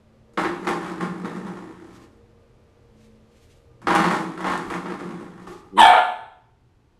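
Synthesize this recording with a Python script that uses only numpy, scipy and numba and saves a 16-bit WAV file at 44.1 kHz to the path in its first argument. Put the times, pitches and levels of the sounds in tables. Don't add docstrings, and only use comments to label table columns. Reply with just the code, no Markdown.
import sys
import numpy as np
from scipy import signal
from scipy.fft import rfft, irfft
from scipy.io import wavfile
from scipy.ndimage import uniform_filter1d
from numba import njit

SR = 44100
rng = np.random.default_rng(int(sys.argv[2]) if len(sys.argv) > 2 else 0)


def convert_level_to_amplitude(level_db):
    exponent = np.asarray(level_db, float) / 20
    return 10 ** exponent


def log_audio(samples):
    frames = np.atleast_2d(samples).T
    limited = np.clip(frames, -1, 1)
    pcm = np.round(limited * 32767).astype(np.int16)
    wavfile.write(sys.argv[1], SR, pcm)


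N = 308567

# start in
# seconds, peak in dB, treble in dB over the peak.
SLAPS = [(0.335, -50, -5), (0.374, -7.5, -38), (0.446, -10, -45), (0.67, -7.5, -29), (0.848, -29, -43),
         (1.009, -17.5, -27), (1.247, -21.5, -31), (1.361, -29, -20.5), (1.468, -30, -24),
         (1.569, -31.5, -26), (3.817, -33, -19), (3.87, -3.5, -38), (3.907, -5.5, -42), (3.95, -1, -23),
         (3.99, -10, -38), (4.041, -4.5, -33), (4.11, -9.5, -26), (4.376, -23, -25), (4.405, -22, -26),
         (4.443, -12, -40), (4.467, -11, -32), (4.525, -17, -30), (4.701, -14.5, -23), (4.739, -17, -26.5),
         (4.856, -19.5, -40), (4.899, -25.5, -34), (4.998, -24.5, -28), (5.109, -30, -30),
         (5.198, -36.5, -18), (5.468, -29, -24)]
# time in seconds, size of the swing in dB.
FLICKS = [
    [(0.372, -36.5), (1.2, -39.5), (1.57, -42), (1.97, -49), (2.14, -64), (2.3, -69)],
    [(3.868, -41), (4.34, -43), (4.7, -39), (5.07, -40), (5.39, -45), (5.56, -60), (5.72, -66)],
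]
# start in seconds, rattle in dB, rise in seconds, hold in seconds, deep hum in dB.
CHATTERS = [(.38, -26.5, .004, .06, -38), (.645, -35, 0.011, .015, -28), (.676, -22, .004, .02, -29),
            (.83, -28, .025, .05, -43), (1.008, -33, .008, 0.026, -28.5), (1.247, -34, .004, .05, -25.5),
            (1.473, -44, 0.036, 0.018, -46), (3.826, -48, .008, .04, -36.5), (3.873, -21, .003, .1, -32.5),
            (3.994, -22.5, 0.033, .17, -27), (4.454, -26, 0.098, 0.023, -36.5),
            (4.503, -23, .04, 0.011, -35), (4.727, -28.5, .05, 0.022, -32),
            (4.905, -36.5, 0.057, 0.014, -37.5), (5.058, -43.5, 0.064, 0.024, -32.5),
            (5.394, -51.5, .05, .05, -48), (5.476, -44, .01, 0.014, -50.5)]
# centre in Hz, width in Hz, level in dB.
BOARD_DEEP = [
    (181.7, 11.4, 1),
    (207.8, 25, -5),
]
BOARD_LOW = [(280, 32, -1), (320.2, 26.7, -2), (341.4, 28, -6), (398.4, 45, -9.5)]
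# centre in Hz, width in Hz, level in dB over the broad clatter.
BOARD_HIGH = [(577, 72, -1.5), (790.4, 32, 1), (946, 89, -5), (1084, 36, 0.5), (1206, 41, -5),
              (1345, 31, -7.5), (1792, 35, -4.5)]
# frequency in Hz, gain in dB.
CLATTER_COLOUR = [(200, -21.5), (450, -16), (800, -1), (1300, -.5), (1900, -5.5), (2600, -15), (3600, -19),
                  (5000, -27), (14000, -63.5)]
# frequency in Hz, gain in dB.
STEEL_COLOUR = [(2500, -10), (4500, -2), (7500, 0), (10500, -5), (12500, -13), (14000, -30)]


def door_stop():
    ticks = level(rng.standard_normal(N) * convert_level_to_amplitude(2.15 * rng.exponential(size=N)), 0)
    other_ticks = ticks[::-1]

    t = np.arange(int(0.2 * SR)) / SR
    slap = np.exp(-t / 0.02) + 0.51 * np.exp(-t / 0.0023)
    bursts = np.zeros((3, N))
    for s, db, treble_db in SLAPS:
        i = int(s * SR)
        thump_db = -17.5 + 0.65 * db
        bursts[:, i:i + len(t)] += convert_level_to_amplitude([[db], [db + treble_db], [thump_db]]) * slap
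    slap_high, slap_treble, slap_thump = bursts

    swing = convert_level_to_amplitude(curves(FLICKS)[0])
    chatter = swells([(s, db, rise, hold, 0.1) for s, db, rise, hold, _ in CHATTERS])
    chatter_hum = swells([(s, db, rise, hold, 0.13) for s, db, rise, hold, _ in CHATTERS])
    chatter_deep = swells([(s - 0.016, deep_db, rise, hold, 0.24) for s, _, rise, hold, deep_db in CHATTERS])
    rattle = swing + chatter
    hum = convert_level_to_amplitude(1.5) * swing + convert_level_to_amplitude(-11.0) * chatter_hum
    deep = convert_level_to_amplitude(-4.5) * swing + chatter_deep

    swing_hz = 25.97
    knock, size, phase = pulses(np.full(N, swing_hz), 0.1 * walk(9), scatter_db=1.5)
    gate = size * (0.5 + np.exp(-(2 * phase % 1) / 0.33))

    high = (convert_level_to_amplitude(-5.0) * slap_high + convert_level_to_amplitude(3.0) * rattle * gate) * ticks
    treble = (convert_level_to_amplitude(-7.0) * slap_treble + convert_level_to_amplitude(-23.5) * rattle ** 0.94 * gate) * other_ticks
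    thump = convert_level_to_amplitude(12.0) * slap_thump * ticks
    shake = convert_level_to_amplitude(40.5) * knock + convert_level_to_amplitude(19.0) * gate * ticks
    low = body(thump + convert_level_to_amplitude(1.0) * deep * shake, BOARD_DEEP)
    low = low + body(thump + convert_level_to_amplitude(-2.5) * hum * shake, BOARD_LOW)

    clatter = shaped(high + body(high, BOARD_HIGH), CLATTER_COLOUR)
    boom = shaped(low, [(60, -32.5), (125, -8.0), (165, 0.5), (380, 0.5), (500, -5.5), (1000, -38.0)])
    return clatter + boom + shaped(treble, STEEL_COLOUR)


# time in seconds, pitch in Hz, level in dB, roughness from 0 to 1.
YAP = [(5.762, 982, -47.5, 0.52), (5.778, 984.5, -13, 0.37), (5.79, 962.2, -6, .28), (5.82, 882, -4, 0.3),
       (5.85, 825.1, -4, .5), (5.89, 763.5, -4, .5), (5.94, 741.7, -4, 0.5), (5.995, 747.6, -6, 0.39),
       (6.008, 730, -36, 0.4)]
# start in seconds, level in dB, rise, hold and fall in seconds.
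PUSH = (5.795, -29, .016, .04, .11)
# frequency in Hz, gain in dB.
THROAT = [(260, -36), (400, -13), (640, -6), (950, -2.5), (1250, -6.5), (1750, -10), (2050, -19.5),
          (2300, -14), (2650, -17.5), (3150, -17), (4200, -31.5), (4700, -50), (7000, -47), (13000, -66)]
# frequency in Hz, gain in dB.
TEETH = [(4500, -31), (6500, -15.5), (8000, 4), (10000, -1), (12500, -14), (14000, -28.5)]


def yap(count=8):
    hz, db, rough = curves([YAP])
    push = swells([PUSH])
    rough = np.clip(rough, 0, 1)
    _, size, phase = pulses(hz, 0.16 * rough * walk(250), scatter_db=3.0)
    partials = sum(np.cos(2 * np.pi * (k + 1) * phase) for k in range(count))
    folds = uniform_filter1d(size, size=30) * partials
    throb = 1 + 0.33 * np.cos(2 * np.pi * phase / 10.5 + 1.7 * walk(40))
    breath = 5.0 * rough * (1 + np.cos(2 * np.pi * phase)) * rng.standard_normal(N)
    source = throb * (folds + breath)

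    voice = shaped(convert_level_to_amplitude(db - 0.5) * source, THROAT)
    gape = band(band(convert_level_to_amplitude(21.0) * push * source, 3150.0, 400.0), 3150.0, 730.0)
    hiss = push * convert_level_to_amplitude(3.0 * walk(120)) * coloured(TEETH)
    return voice + shaped(gape, [(4100, 0), (4600, -14)]) + hiss


# frequency in Hz, level in dB, time to fall 60 dB in seconds.
RINGING = [(730, 2.5, 0.46), (786, -3.5, 0.62), (846.6, 1, 0.49), (853, -3.5, .55), (896, 1, 0.63),
           (940, -8.5, 0.35), (1018, -8, 0.8), (1103, -7, 0.48), (1235, -2, .45), (1464, -10, 0.49),
           (1720, -1, 0.55), (1752, 0.5, 0.45), (2285, 0, 0.39), (3045, -3.5, 0.31)]


def ringing(bark):
    modes = []
    for hz, db, t60 in RINGING:
        width = np.log(1000) / np.pi / t60
        modes.append((hz, width, db + 13.0))
    return body(bark, modes)


# time in seconds, pulse rate in Hz, level in dB, mouth opening from 0 to 1.
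GRUNTS = [
    [(5.468, 400, -46.5, 1), (5.505, 383.5, -40, 1), (5.58, 392, -54, 1), (5.69, 371, -56, 1)],
    [(5.71, 96.5, -40.5, 0.1), (5.735, 98.3, -23.5, 0.05), (5.77, 103.5, -17.5, 0), (5.82, 110.2, -12, 0),
     (5.87, 188, -31.5, 0.06), (5.93, 237, -31, 0.08), (5.97, 241.4, -50.5, 0)],
]


def grunts():
    hz, db, opening = curves(GRUNTS)
    pulse = convert_level_to_amplitude(db + 40.5) * pulses(hz, 0.066 * walk(60), scatter_db=0.5)[0]
    opening = opening.clip(0, 1)
    whimper = body(pulse * opening, [(400, 120, -3), (870, 89, -6), (1150, 110, -7), (1966, 450, -28)])
    whimper = shaped(whimper, [(1250, 0), (1600, -10), (5000, -12)])
    growl = shaped(pulse * (1 - opening), [(100, -37.5), (150, -20.5), (200, -7.5), (290, -8.0),
                                           (420, -8.5), (650, -49.0), (3000, -77.5)])
    return whimper + growl


# start in seconds, level in dB, rise, hold and fall in seconds.
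SNIFFS = [(1.75, -75, .15, 0.092, .2), (1.96, -56.5, .15, 0.032, .15), (3.03, -65, 0.15, 0.027, 0.19),
          (3.37, -65.5, .1, 0.06, 0.054), (3.52, -65, .2, .05, 0.14), (5.43, -63, .04, .02, .05),
          (5.475, -54, .01, .04, .2)]
# frequency in Hz, gain in dB.
NOSE = [(880, -39), (1500, -5), (1970, -2.5), (2270, -0.5), (4770, -5), (7560, -7.5), (13000, -18.5)]


def sniffs():
    flutter = convert_level_to_amplitude(-2.5 + 2.2 * walk(50))
    return swells(SNIFFS) * flutter * coloured(NOSE)


# start in seconds, level in dB, time to fall 60 dB in seconds.
THUDS = [(.42, -47, 0.65), (.67, -48, .5), (3.4, -55, 1.4), (3.86, -43, .6), (4.45, -44, .5),
         (4.64, -43.5, .5), (5.471, -43, 0.33), (5.761, -51.5, .5)]


def paws():
    weight = np.zeros(N)
    t = np.arange(int(0.3 * SR)) / SR
    soft_start = np.clip(t / 0.037, 0, 1)
    for s, db, t60 in THUDS:
        weight[int(s * SR):][:len(t)] += convert_level_to_amplitude(db - 60 * t / t60) * soft_start
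    return weight * coloured([(15, -7.5), (35, 4.5), (90, 5), (150, -14.0), (400, -37)])


# band centre in Hz, time to fall 60 dB in seconds.
ROOM = [(125, 0.72), (300, 0.62), (800, 0.6), (2000, 0.36), (5000, 0.58), (10000, 0.51)]


def room(x):
    t = np.arange(SR) / SR
    tail = sum(band(rng.standard_normal(SR), hz, 1.45 * hz) * convert_level_to_amplitude(-60 * t / t60) for hz, t60 in ROOM)
    tail = tail * np.clip(t / 0.0039, 0, 1)
    return signal.fftconvolve(x, tail / np.sqrt(np.sum(tail ** 2)))[:N]


# centre in Hz, width in Hz, level in dB.
HUMS = [
    (120.3, 2.5, -61),
    (467.3, 4.5, -65),
    (538, 9.7, -72.5),
    (606, 14, -74.5),
    (1200, 13, -80.5),
]
# start in seconds, level in dB, rise, hold and fall in seconds.
HUMS_ON = (0, 2, .1, 4, 1.5)
# start in seconds, level in dB, rise, hold and fall in seconds.
DRONE = [
    (0, -63, .1, 2.54, 0.56),
    (2.95, -58.5, .1, 0.42, .35),
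]
# frequency in Hz, gain in dB.
VENTILATION = [(15, -12.5), (30, -4), (90, -2.5), (200, -14.5), (400, -12.5), (620, -25), (750, -20),
               (1300, -27), (3000, -33.5), (7000, -42.5), (13000, -52)]


def house():
    hums = [convert_level_to_amplitude(1.4 * walk(4.5)) * level(band(rng.standard_normal(N), hz, width), db) for hz, width, db in HUMS]
    mains, *upper = hums
    drone_hz = 218.0 + 2.0 * walk(6.1)
    drone = np.sin(2 * np.pi * np.cumsum(drone_hz) / SR)
    drone = swells(DRONE) * convert_level_to_amplitude(1.0 + 2.0 * walk(8.93)) * drone
    air = convert_level_to_amplitude(-58.5 + 0.6 * walk(1.2)) * coloured(VENTILATION)
    return air + mains + swells([HUMS_ON]) * sum(upper) + drone


def level(x, db):
    return x * convert_level_to_amplitude(db) / np.sqrt(np.mean(x ** 2))


def curves(tables, rest_db=-120):
    t = np.arange(N) / SR
    out = np.full((len(tables[0][0]) - 1, N), float(rest_db))
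    for table in tables:
        s, *columns = np.transpose(table)
        on = (t >= s[0]) & (t <= s[-1])
        out[:, on] = [np.interp(t[on], s, c) for c in columns]
    return out


def swells(rows):
    t = np.arange(0, N / SR, 1 / 1000)
    total = np.zeros(len(t))
    for s, db, rise, hold, fall in rows:
        before = (s - t) / max(rise, 1e-3)
        after = (t - s - hold) / max(fall, 1e-3)
        total += convert_level_to_amplitude(db - 20 * np.maximum(before, after).clip(0, 9))
    return np.interp(np.arange(N) / SR, t, total)


def walk(rate):
    k = int(SR / rate)
    steps = np.repeat(rng.standard_normal(N // k + 1), k)
    return 1.3 * uniform_filter1d(uniform_filter1d(steps, k), k)[:N]


def pulses(hz, jitter, scatter_db):
    phase = np.cumsum(np.maximum(hz, 0) * (1 + jitter)) / SR
    size = convert_level_to_amplitude(scatter_db * rng.standard_normal(N // 20))[phase.astype(int)]
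    return size * np.diff(np.floor(phase), prepend=0), size, phase


def band(x, hz, width):
    return signal.lfilter(*signal.iirpeak(hz, hz / width, SR), x)


def body(x, modes):
    return sum(convert_level_to_amplitude(db) * band(x, hz, width) for hz, width, db in modes)


def shaped(x, points, size=16384):
    hz, db = np.transpose(points)
    grid_hz = np.maximum(np.arange(size // 2 + 1) * SR / size, 1)
    cepstrum = irfft(np.interp(np.log(grid_hz), np.log(hz), db) * np.log(10) / 20)
    cepstrum[1:size // 2] *= 2
    cepstrum[size // 2 + 1:] = 0
    return signal.oaconvolve(x, irfft(np.exp(rfft(cepstrum)))[:size // 2])[:len(x)]


def coloured(points):
    return level(shaped(rng.standard_normal(N), points), 0)


def scene():
    bark = yap()
    near = door_stop() + grunts()
    echoes = convert_level_to_amplitude(-3.0) * room(near + convert_level_to_amplitude(-3.0) * bark)
    mix = near + echoes + convert_level_to_amplitude(-2.5) * bark + ringing(bark)
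    return (mix + paws() + sniffs() + house())[None]


@njit
def follow(x, attack, release):
    out, e = np.empty(len(x)), 0.
    for i in range(len(x)):
        e += (abs(x[i]) - e) * (attack if abs(x[i]) > e else release)
        out[i] = e
    return out


def low_pass(x):
    return signal.sosfilt(signal.butter(12, 13820, fs=SR, output="sos"), x)


def record(dry):
    over_db = np.maximum(20 * np.log10(np.abs(dry[0]) + 1e-9) + 4.2, 0)
    attack_s, release_s = 0.0012, 0.9
    held = dry * convert_level_to_amplitude(-0.8 * follow(over_db, 1 / (attack_s * SR), 1 / (release_s * SR)))
    rounded = np.tanh(1.061 * held) / 0.91
    top = signal.ellip(8, 0.2, 60, 13250, fs=SR, output="sos")
    return low_pass(signal.sosfilt(top, rounded))


dry = scene()
out = record(dry)
log_audio(out)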